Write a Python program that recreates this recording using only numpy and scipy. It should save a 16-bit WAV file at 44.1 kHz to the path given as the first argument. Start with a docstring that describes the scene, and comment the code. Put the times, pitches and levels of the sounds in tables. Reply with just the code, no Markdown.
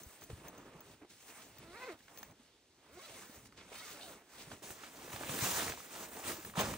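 """Nylon rubs and crinkles over quiet air, a metal tab jingles and a sack knocks about; a zipper buzzes round it
in four strokes, then a sleeping bag is hauled out with harder snaps, in a snowy camp.
Cloth is friction noise in flickering bands plus ringing creases; tab, thuds and snaps are short decaying rings.
Zipper teeth are knocks that ring sack wall, tape and slider.
All is heard through two close microphone ports."""
import sys
import numpy as np
from scipy import signal
from scipy.fft import rfft, irfft, next_fast_len
from scipy.io import wavfile
from scipy.ndimage import uniform_filter1d

SR = 44100
rng = np.random.default_rng(int(sys.argv[2]) if len(sys.argv) > 2 else 0)


def master(y):
    """Save y as 16-bit WAV."""
    cut = np.clip(np.atleast_2d(y).T, -1, 1)
    pcm = np.round(cut * 32767)  # scale
    wavfile.write(sys.argv[1], SR, pcm.astype(np.int16))


N = 298726

# Levels in the tables are mix settings ahead of the overall trim in scene().
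# Rubs of cloth on cloth. Each row: time of full strength, rise, hold and fall in seconds, hiss level in dB,
# then weight of the sack, body of the cloth and sheen in dB relative to the hiss.
RUBS = [(0.0, .1, 0.003, 0.081, -51.5, 0, -2.5, -4), (0.065, 0.091, 0.16, 0.11, -60, -20, 0.5, -6.5),
        (0.227, 0.032, .01, 0.09, -56, 0, -1.5, -10), (0.298, 0.017, 0.048, 0.32, -58, 5.5, 0, -10),
        (0.45, 0.11, 0.022, 0.11, -58.5, 3.5, 8.5, -7), (0.528, .05, .28, 0.045, -68.5, 7, 14, -12),
        (0.92, 0.32, 0.012, 0.1, -61.5, 1.5, 2.5, -10.5), (1.019, 0.014, 0.015, 0.039, -73, 6, 19.5, -19),
        (1.101, 0.026, 0.013, 0.44, -57.5, -10, -11.5, -17), (1.304, 0.16, 0.059, 0.49, -59, -32, -1, -6.5),
        (1.36, 0.057, 0.02, 0.35, -59, -24, 2.5, -9), (1.59, 0.27, 0.14, 0.048, -61, 4.5, -12, -19),
        (1.793, 0.26, 0.13, 0.042, -54, -18, 11.5, -16.5), (1.991, 0.061, 0.085, 0.13, -64.5, -7, -8, -13),
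        (2.094, 0.022, 0.03, .1, -63.5, -13, 6.5, -17), (2.151, 0.087, 0.087, 0.1, -63, -4, 5.5, -2),
        (2.304, 0.092, 0.02, 0.049, -73, 13, 14.5, -9), (2.435, 0.16, 0.021, 0.22, -65, -4, -0.5, -19),
        (2.939, 0.09, 0.022, 0.066, -62, 2, 1.5, -9), (3.044, 0.21, 0.072, 0.23, -51.5, -28, 4, -16),
        (3.15, 0.2, 0.039, 0.19, -56.5, -13, 3, -10), (3.283, 0.15, 0.082, 0.19, -59.5, -9, -1, -7),
        (3.358, 0.05, 0.336, 0.05, -78, 14.5, 10, -18), (3.456, 0.013, 0.018, 0.022, -57, -12, -15, -16.5),
        (3.577, 0.015, 0.033, 0.099, -53.5, -15, -2, -34),
        (3.786, 0.13, 0.15, 0.084, -46, -19, -0.5, -14.5), (4.055, 0.14, 0.04, 0.12, -50.5, -13, 7, -7),
        (4.12, 0.19, 0.0033, 0.086, -59.5, 1, 19, -13), (4.304, 0.06, 0.08, 0.11, -63.5, -29, 1.5, -9),
        (4.422, 0.17, .01, 0.12, -53.5, -10, -4.5, -12), (4.528, 0.11, 0.0059, 0.082, -51, -2, 2.5, -14.5),
        (4.628, 0.0092, 0.091, 0.094, -52.5, -7.5, 0, -6), (4.844, 0.11, 0.022, 0.086, -49, -43, -1, -18),
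        (5.096, 0.041, 0.045, 0.098, -56, -12, 3, -3), (5.163, 0.17, 0.082, 0.38, -50.5, -6, -1, -10),
        (5.31, 0.67, 0.049, .2, -46.5, -5.5, 3.5, -5.5), (5.422, 0.19, 0.058, 0.23, -38, -17, -4.5, -7.5),
        (5.573, 0.16, 0.024, 0.19, -36.5, -14.5, -2, -9.5),
        (5.675, 0.16, 0.029, 0.055, -43, -7.5, -1.5, -6), (5.767, 0.11, 0.019, 0.02, -66, 4, 9, -24),
        (5.942, 0.24, 0.043, 0.21, -49.5, -14, 3, -5), (5.993, 0.088, 0.018, 0.21, -54.5, -2.5, 7.5, -4),
        (6.144, 0.094, 0.049, 0.15, -52.5, -5.5, 6.5, 0.5), (6.24, 0.12, 0.024, 0.11, -51.5, -16, 7, -15),
        (6.28, 0.08, 0.029, 0.15, -41, -8.5, -1.5, -7), (6.468, 0.065, 0.01, 0.17, -57, 3, 2.5, -4),
        (6.575, 0.027, 0.014, 0.16, -39, -25, 9, -11.5), (6.597, 0.019, 0.012, 0.064, -37, -4, 8.5, -7),
        (6.661, 0.046, 0.0091, 0.8, -47.5, 4, 4, -8)]
# Floor under the rubs while the hands are nearly still. 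One row: weight, body, hiss and sheen in dB.
REST_DB = [-80.5, -95, -91, -103]
# Cloth held taut rubs less during a zipper stroke. One row: change of body and of hiss in dB.
HELD_DB = [-10, -4]
# Where the four cloth controls act. One row: weight, body, hiss and sheen in Hz.
CLOTH_CONTROL_HZ = [110, 700, 4700, 13500]
# Colour of the rubbing nylon. Each row: frequency in Hz, gain in dB relative to the control there.
NYLON = [(30, -28), (50, 15.5), (110, 16.5), (250, 16), (700, 8.5), (1500, 6.5), (2500, 5.5), (4700, 1),
         (7500, 8), (10500, 7.5), (13500, -32), (16000, 13.5)]
# Colour of the quiet winter air. Each row: frequency in Hz, relative gain in dB.
AIR_COLOUR = [(30, -10), (90, -1), (190, -14), (300, 1), (760, -9.5), (1200, -13.5), (3700, -8.5),
              (10000, -18), (16000, -33)]
# The metal tab touches the slider. Each row: start in seconds, level of the upper pair in dB,
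# lower mode and tick in dB relative to that level.
JINGLES = [(0.0338, -43, -4, -13), (0.2114, -52, 0, -6), (0.238, -44, -6, -8), (0.4828, -41, -6.5, -5),
           (0.579, -54, 0.5, -24), (0.8057, -44, -12, -5), (1.5843, -46.5, -12, 3), (2.175, -45.5, -8, 9),
           (2.1864, -40, -9, -5), (2.2299, -42, -7, 6), (2.3101, -60, -1, 4), (5.8067, -58, -14, -11),
           (6.4488, -37, -32, -9.5), (6.555, -52, 1, 0), (6.608, -30, -3, -12)]
# Modes of the tab, a close upper pair and a lower one. Each row: frequency in Hz, 60 dB decay in seconds.
TAB_MODES = [(15680, .035), (15150, .02), (6360, .04)]
# The sack bumps the ground or a leg. Each row: start in seconds, level before the soft onset in dB, pitch in Hz.
THUDS = [(0.062, -38.5, 67.6), (0.304, -39, 118), (0.328, -31, 83.4), (0.75, -43.5, 159), (1.021, -41, 318),
         (1.028, -43, 321), (1.04, -52, 318), (1.59, -46, 139), (1.718, -52, 140), (1.931, -51, 90),
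         (2.18, -55, 90), (2.312, -52, 172), (3.1, -50, 110), (2.395, -48, 245), (4.473, -41, 152),
         (4.526, -44, 93), (4.706, -44, 120), (5.138, -34, 107), (5.189, -44, 128), (5.295, -30, 135),
         (5.423, -25, 122), (6.298, -30, 356), (6.326, -37, 345), (6.383, -35, 326), (6.576, -20, 172),
         (6.609, -27.5, 226), (6.634, -28, 95)]
# Stiff cloth snaps over. Each row: start in seconds, fold level in dB, settled pitch of the fold in Hz,
# crack in dB relative to the fold level.
SNAPS = [(0.219, -48, 610, 2), (0.3008, -38.5, 450, -5.5), (0.459, -50, 950, -5), (1.0178, -49, 330, -17),
         (1.0485, -46.5, 330, -9), (1.118, -60, 280, -4), (2.004, -62, 250, 11), (2.081, -54, 1390, 9),
         (2.175, -50.5, 490, -1), (2.23, -40, 750, 0), (3.095, -47.5, 402, -12), (3.296, -46, 248, -10),
         (3.456, -57, 246, 6), (3.49, -53, 220, -10), (3.523, -59, 287, 9.5), (3.588, -59, 404, 10),
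         (3.7185, -42.5, 436, -17), (4.221, -56, 430, -9), (4.516, -38, 616, -2), (4.622, -47.5, 373, -7),
         (4.704, -42, 368, 3), (4.836, -38.5, 1160, -2), (5.079, -41.5, 460, 0), (5.099, -41.5, 1210, 0),
         (5.131, -39, 1100, 3), (5.161, -41, 610, 6.5), (5.234, -33.5, 1100, -2), (5.211, -35, 580, -8),
         (5.293, -36.5, 515, 4), (5.466, -31, 650, -4), (5.68, -32, 1580, -2), (5.721, -38, 1050, 4.5),
         (5.738, -37, 685, -22.5), (5.775, -38, 860, -10), (5.8035, -40.5, 1100, -9),
         (6.131, -53, 759, -11), (6.17, -38, 720, -5), (6.498, -44.5, 1660, 1), (6.539, -39.5, 1010, -19),
         (6.737, -39, 540, 4.5), (6.449, -45.5, 412, 9), (6.555, -39.5, 960, 3), (6.59, -30, 546, 5.5),
         (6.636, -38, 600, -4)]
# Four zipper strokes; the speed jumps where the slider catches. Each row: time in seconds, teeth per second
# before tremble, level in dB, then drive of the tape by its tension and of the slider in dB relative to that.
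STROKES = [
    [(1.64, 321.3, -67.5, -10, -19), (1.722, 351.4, -60, -14, -16), (1.745, 397.3, -63, -0.5, -17),
     (1.77, 465, -62.5, 1, -11), (1.8, 492.3, -62.5, -1, -12), (1.822, 513, -60, -2.5, -17),
     (1.848, 498.5, -51, -8.5, -22), (1.862, 548, -63, 0, -5), (1.876, 503, -49, -9, -21),
     (1.902, 354.3, -49.5, -14, -28), (1.93, 315, -57, -14, -19), (1.955, 267, -82, -19, -22)],
    [(2.89, 190.2, -70, -17, -18), (2.966, 359.3, -66.5, -6, -17), (2.974, 358.5, -53, -20, -24),
     (2.989, 364, -59, -22, -19), (2.995, 541.5, -65, 2.5, -4), (3.012, 546.5, -66, -4, -23),
     (3.035, 655, -64, -10, 0), (3.06, 644, -64, -8, 1), (3.1, 538.5, -66, -26, -11),
     (3.118, 673, -61, -25, -12), (3.15, 641, -63, -13, -17), (3.175, 520, -65.5, -0.5, -10),
     (3.203, 350, -68, -14, -18), (3.24, 293, -81, -14, -14)],
    [(3.75, 592, -73, -9, 8.5), (3.775, 610.5, -74.5, -6, 13), (3.795, 636, -67, 1, 6),
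     (3.82, 630, -65.5, 2, -5), (3.834, 753, -64.5, 3, -4), (3.848, 698, -68, 2, -4),
     (3.864, 598, -71, 2, 1), (3.894, 610, -69.5, 5, -2), (3.914, 477.5, -66.5, 0, -10),
     (3.928, 424, -66, -3, -8), (3.945, 309, -60, -14, -15), (3.965, 260, -63, -27, -22)],
    [(4.0, 596, -72, -16, 5), (4.035, 753, -54, -27, -7), (4.075, 687, -57, -22, -12),
     (4.12, 537, -66, -12, -10), (4.19, 379, -76, -5, -25)],
]
# Roughness of each stroke at steady speed. One row: a share from 0 to 1 per stroke.
ROUGHNESS = [.18, .22, .12, .6]
# The slider rocks, so every other tooth hits harder. One row: start and end in seconds, depth from 0 to 1.
ROCKING = (3.795, 3.825, .5)
# Resonances of the sack wall. Each row: frequency in Hz, width in Hz, gain in dB.
WALL = [(370, 300, 0), (700, 300, -5)]
# Resonances of the zipper tape before flicker. Each row: frequency in Hz, width in Hz, gain in dB.
TAPE = [(1000, 500, 3), (1600, 300, 2), (1950, 400, 1.5), (2600, 500, -4)]
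# The slider's own ring before flicker. Each row: frequency in Hz, width in Hz, gain in dB.
SLIDER = [(2600, 500, -3), (4000, 1000, -1)]
# The two microphone ports. Each row: frequency in Hz, likeness from 0 to 1, left lead in radians while the
# sack stands, the same once the bag is out, left minus right in dB.
PORTS = [(100, .985, 0, 0, .5), (700, .9, -.2, -.45, -1), (1500, .82, -.75, -1.3, -4.5),
         (2300, .75, .3, -.6, -2.5), (3200, .45, 1.3, -.5, -1.5), (4200, .6, .7, 0, -1.5),
         (5300, .4, 2, -1.5, -1.5), (6200, .45, .7, .2, 0), (7200, .55, 2.6, 1, 4), (7700, .25, 1, 0, 2.5),
         (8600, .65, -.7, -.6, -2.5), (9600, .8, -1.4, -1.4, 0), (11200, .98, -3.14, -3.14, 0),
         (14300, .92, -6.28, -6.28, 0), (15700, .85, -7.2, -7.2, 0)]

SWELL_DB = 20   # a rub gains this much over its rise and loses it over its fall
AIR_DB = -70   # ahead of the overall trim
THUD_T60_S = 0.052
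FOLD_SAG, FOLD_SAG_S = 0.52, 0.0011   # a fold starts this share sharp; time constant of its sinking
ROUGH_PER_JERK_S = .016   # roughness for each unit of log speed gained or lost in a second
FLICKER_DB = 2.5   # spread of the coming and going of tape and slider resonances
BAG_OUT_S = 4.615   # from here the sound comes from another place
CUTOFF_HZ = 16050


def amp(db):
    """Gain of a level in dB."""
    return 10 ** (np.asarray(db) / 20)


def rms_one(x):
    """Scales a signal to rms 1."""
    return x / np.sqrt(np.mean(x ** 2) + 1e-20)


def in_time(rows):
    """Draws each column after the time as a curve, one value a sample."""
    s, *columns = np.transpose(rows)
    return [np.interp(np.arange(N) / SR, s, column) for column in columns]


def sounding(rows, fade_s=0.0046):
    """1 between the first and last row, with short fades inside."""
    t = np.arange(N) / SR
    from_edge = np.minimum(t - rows[0][0], rows[-1][0] - t)
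    return np.clip(from_edge / fade_s, 0, 1)


def drift(rate_hz):
    """Slow chance of spread 1: noise twice through a one-pole low-pass, made at every 20th sample."""
    r = np.exp(-2 * np.pi * rate_hz * 20 / SR)
    noise = rng.standard_normal(N // 20 + 2002)
    slow = signal.lfilter([1], [1, -2 * r, r * r], noise)[2000:]   # skip the filter's start
    return np.interp(np.arange(N) / 20, np.arange(len(slow)), rms_one(slow))


def resonate(x, hz, width_hz):
    """Two-pole resonance, gain about 1 on top."""
    r = np.exp(-np.pi * width_hz / SR)
    top = np.array([1, 0, -1]) * (1 - r * r) / 2
    return signal.lfilter(top, [1, -2 * r * np.cos(2 * np.pi * hz / SR), r * r], x + 1e-18)


def body(x, modes):
    """Resonances side by side, signs alternating."""
    return sum((-1) ** k * amp(db) * resonate(x, hz, width) for k, (hz, width, db) in enumerate(modes))


def ring(hz, t60, length):
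    """A sine that starts at height 1 and decays by 60 dB in t60 seconds."""
    t = np.arange(length) / SR
    return np.sin(2 * np.pi * hz * t) * amp(-60 * t / t60)


def add(track, s, sound):
    """Mixes a short sound in at time s."""
    i = round(s * SR)
    track[i:i + len(sound)] += sound[:N - i]


def bands(colour, excite, patchy_db, patch_hz):
    """Yields half-octave noise bands with flickering gain; neighbours get unrelated draws."""
    edges = 30 * 2 ** np.arange(0, 9.6, .5)
    hz, db = np.transpose(colour)
    for k, (low, high) in enumerate(zip(edges, np.minimum(edges[1:], 19000))):
        centre_hz = np.sqrt(low * high)
        colour_db = np.interp(np.log(centre_hz), np.log(hz), db)
        gain = amp(colour_db + patchy_db * drift(patch_hz))
        band_pass = signal.butter(2, [low, high], "band", fs=SR, output="sos")
        yield centre_hz, gain * signal.sosfilt(band_pass, excite[k % 2])


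def cloth_controls():
    """Weight, body, hiss and sheen in dB: the rubs swell, hold and fade, adding in power."""
    t, power = np.arange(0, N + 32, 32) / SR, 0
    for s, rise, hold, fall, hiss_db, weight_db, body_db, sheen_db in RUBS:
        faded = np.maximum(np.maximum((s - t) / rise, (t - s - hold) / fall), 0)
        balance_db = np.array([[weight_db], [body_db], [0], [sheen_db]])
        power = power + amp(hiss_db - SWELL_DB * faded + balance_db) ** 2
    levels = 10 * np.log10(power + amp(REST_DB)[:, None] ** 2)
    controls = np.array([np.interp(np.arange(N) / SR, t, row) for row in levels])
    held = sum(sounding(rows, 0.027) for rows in STROKES)
    controls[1:3] += np.array(HELD_DB)[:, None] * held
    return controls


def crinkles(per_s, spread_db, decay_s):
    """Creases let go at random: sudden bursts of uneven size that die fast, in clumps."""
    born = rng.random(N) < per_s * amp(5 * drift(9)) / SR
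    sizes = amp(spread_db * np.minimum(rng.exponential(1, N), 4))
    return signal.lfilter([1], [1, -np.exp(-1 / (decay_s * SR))], born * sizes)


def cloth(controls):
    """Friction noise, gated by crinkles and slips; two unrelated patches of cloth share every movement."""
    slips = amp(1.52 * drift(6.7)) * (1 + 0.1 * crinkles(250, 2.45, 0.0038))
    excite = rng.standard_normal((2, 2, N)) * rms_one(slips)
    out = 0
    for hz, band in bands(NYLON, excite, patchy_db=1.5, patch_hz=8.9):
        # each band follows the nearest controls
        share = [np.interp(np.log(hz), np.log(CLOTH_CONTROL_HZ), row) for row in np.eye(4)]
        out = out + band * amp(share @ controls)
    return out


def creases(body_db, hiss_db, per_s):
    """Single creases pop and ring over five octaves; low ones follow the body, high ones the hiss."""
    born = rng.random(N) < per_s * amp(4 * drift(12)) / SR
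    sizes = amp(4.0 * np.minimum(rng.exponential(1, N), 3))
    pops = born * sizes * rng.choice([-1, 1], N)
    dealt, out = rng.integers(0, 18, N), 0   # each pop gets one of 18 pitches
    for k, hz in enumerate(np.geomspace(250, 9000, 18)):
        high = k / 17
        level_db = (1 - high) * (body_db - 21.5) + high * (hiss_db - 24.0)
        rung = resonate(pops * (dealt == k), hz, 0.35 * hz)
        out = out + rms_one(rung) * amp(level_db)
    return out


def air():
    """The steady hush of the place: coloured noise whose bands flicker gently."""
    parts = bands(AIR_COLOUR, rng.standard_normal((2, 2, N)), patchy_db=1.2, patch_hz=6)
    return amp(AIR_DB) * rms_one(sum(band for hz, band in parts))


def tab():
    """Each touch of metal: one sharp tick and three high modes."""
    out = np.zeros(N)
    tick = -signal.windows.hann(11) + .4 * signal.windows.hann(25)[7:18]
    tick = tick / np.abs(tick).max()
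    first, second, lower = [ring(*mode, length=4000) for mode in TAB_MODES]
    for s, db, lower_db, tick_db in JINGLES:
        add(out, s, amp(db) * (first + .6 * second) + amp(db + lower_db) * lower)
        add(out, s, amp(db + tick_db) * tick)
    return out


def thuds():
    """A soft low push: a few cycles that swell and die."""
    out, t = np.zeros(N), np.arange(8000) / SR
    swell = 1 - np.exp(-t / .004)
    for s, db, hz in THUDS:
        add(out, s, amp(db) * ring(hz, THUD_T60_S, length=8000) * swell)
    return out


def snaps():
    """The fold rings a few cycles at once, sinking in pitch; a bright crack of noise rides on top."""
    out, t = np.zeros(N), np.arange(2000) / SR
    bent = t + FOLD_SAG * FOLD_SAG_S * (1 - np.exp(-t / FOLD_SAG_S))   # time runs fast at first
    crack_shape = amp(-60 * t / 0.022) * (1 - np.exp(-t / 0.00054))
    for (s, db, hz, crack_db), noise in zip(SNAPS, rng.standard_normal((len(SNAPS), 2000))):
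        fold = np.sin(2 * np.pi * hz * bent) + 0.22 * np.sin(2 * np.pi * 1.83 * hz * bent)
        fold = fold * amp(-60 * t * hz / 11.7)   # 60 dB down after 11.7 cycles of the settled pitch
        crack = resonate(noise * crack_shape, 1240, 1070)
        add(out, s, amp(db) * fold + amp(db + crack_db) * crack / np.abs(crack).max())
    return out


def zipper():
    """Uneven tooth knocks ring wall, tape and slider; jerks of the hand roughen them and grit scrapes at each."""
    on_wall, on_tape, on_slider = np.zeros((3, N))
    tremble = drift(100)
    rocking = ROCKING[2] * sounding([ROCKING[:1], ROCKING[1:]])
    for rows, steady in zip(STROKES, ROUGHNESS):
        hz, level_db, tension_db, slider_db = in_time(rows)
        jerk = uniform_filter1d(np.abs(np.gradient(np.log(hz))) * SR, size=441)
        rough = np.minimum(steady + ROUGH_PER_JERK_S * jerk, .7)
        teeth = np.floor(np.cumsum(hz * (1 + .1 * rough * tremble)) / SR)   # teeth passed so far
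        tooth = np.diff(teeth, prepend=0) * amp(5 * rough * rng.standard_normal(N))
        tooth = tooth * (1 + rocking * (-1) ** teeth)
        grit = signal.lfilter([1], [1, -.93], tooth) * rng.standard_normal(N) * .12 * rough
        # slower teeth knock harder, which evens out the level across speeds
        knocks = (tooth + grit) * SR / hz * amp(level_db) * sounding(rows)
        on_wall += knocks
        on_tape += knocks * amp(tension_db)
        on_slider += knocks * amp(slider_db)
    tape = 0
    for k, mode in enumerate(TAPE):
        flexed = on_tape * amp(FLICKER_DB * drift(16))   # each resonance comes and goes as the cloth flexes
        tape = tape + (-1) ** k * body(flexed, [mode])
    soft_teeth = signal.butter(2, 3300, fs=SR, output="sos")   # soft teeth give little treble
    soft = signal.sosfilt(soft_teeth, body(on_wall, WALL) + tape)
    return soft + body(on_slider * amp(FLICKER_DB * drift(23)), SLIDER)


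def ports(centre, spread, later):
    """Two close ports: the spread part enters with opposite signs; phase and level differ by frequency."""
    size = next_fast_len(N + 4096)
    f = np.arange(size // 2 + 1) * SR / size
    hz, *columns = np.transpose(PORTS)
    alike, lead_first, lead_later, balance_db = [np.interp(f, hz, column) for column in columns]
    lead = lead_later if later else lead_first
    side = np.array([[1], [-1]])   # left, right
    shared = np.sqrt((1 + alike) / 2) * rfft(centre, size)
    opposed = side * np.sqrt((1 - alike) / 2) * rfft(spread, size)
    turn = amp(side * balance_db / 2) * np.exp(.5j * side * lead)
    return irfft((shared + opposed) * turn, size)[:, :N]


def scene():
    """Wide sources come as two unrelated draws; small ones reach the spread part as a late, weaker copy."""
    controls = cloth_controls()
    wide = cloth(controls) + air()
    small = creases(*controls[1:3], per_s=300) + tab() + thuds() + snaps() + zipper()
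    late = np.concatenate([np.zeros(90), small[:-90]])   # 90 samples, about 2 ms
    centre, spread = wide[0] + small, wide[1] + late * 0.87
    moved = np.clip((np.arange(N) / SR - BAG_OUT_S) / .01, 0, 1)
    standing = ports(centre * (1 - moved), spread * (1 - moved), later=False)
    bag_out = ports(centre * moved, spread * moved, later=True)
    return amp(-0.5) * (standing + bag_out)   # overall trim


def record(dry):
    """The lowest bass is rolled off, the top is cut steeply."""
    low_cut = signal.sosfilt(signal.butter(2, 35, "high", fs=SR, output="sos"), dry)
    return signal.sosfilt(signal.cheby2(20, 60, CUTOFF_HZ, fs=SR, output="sos"), low_cut)


dry = scene()
out = record(dry)
master(out)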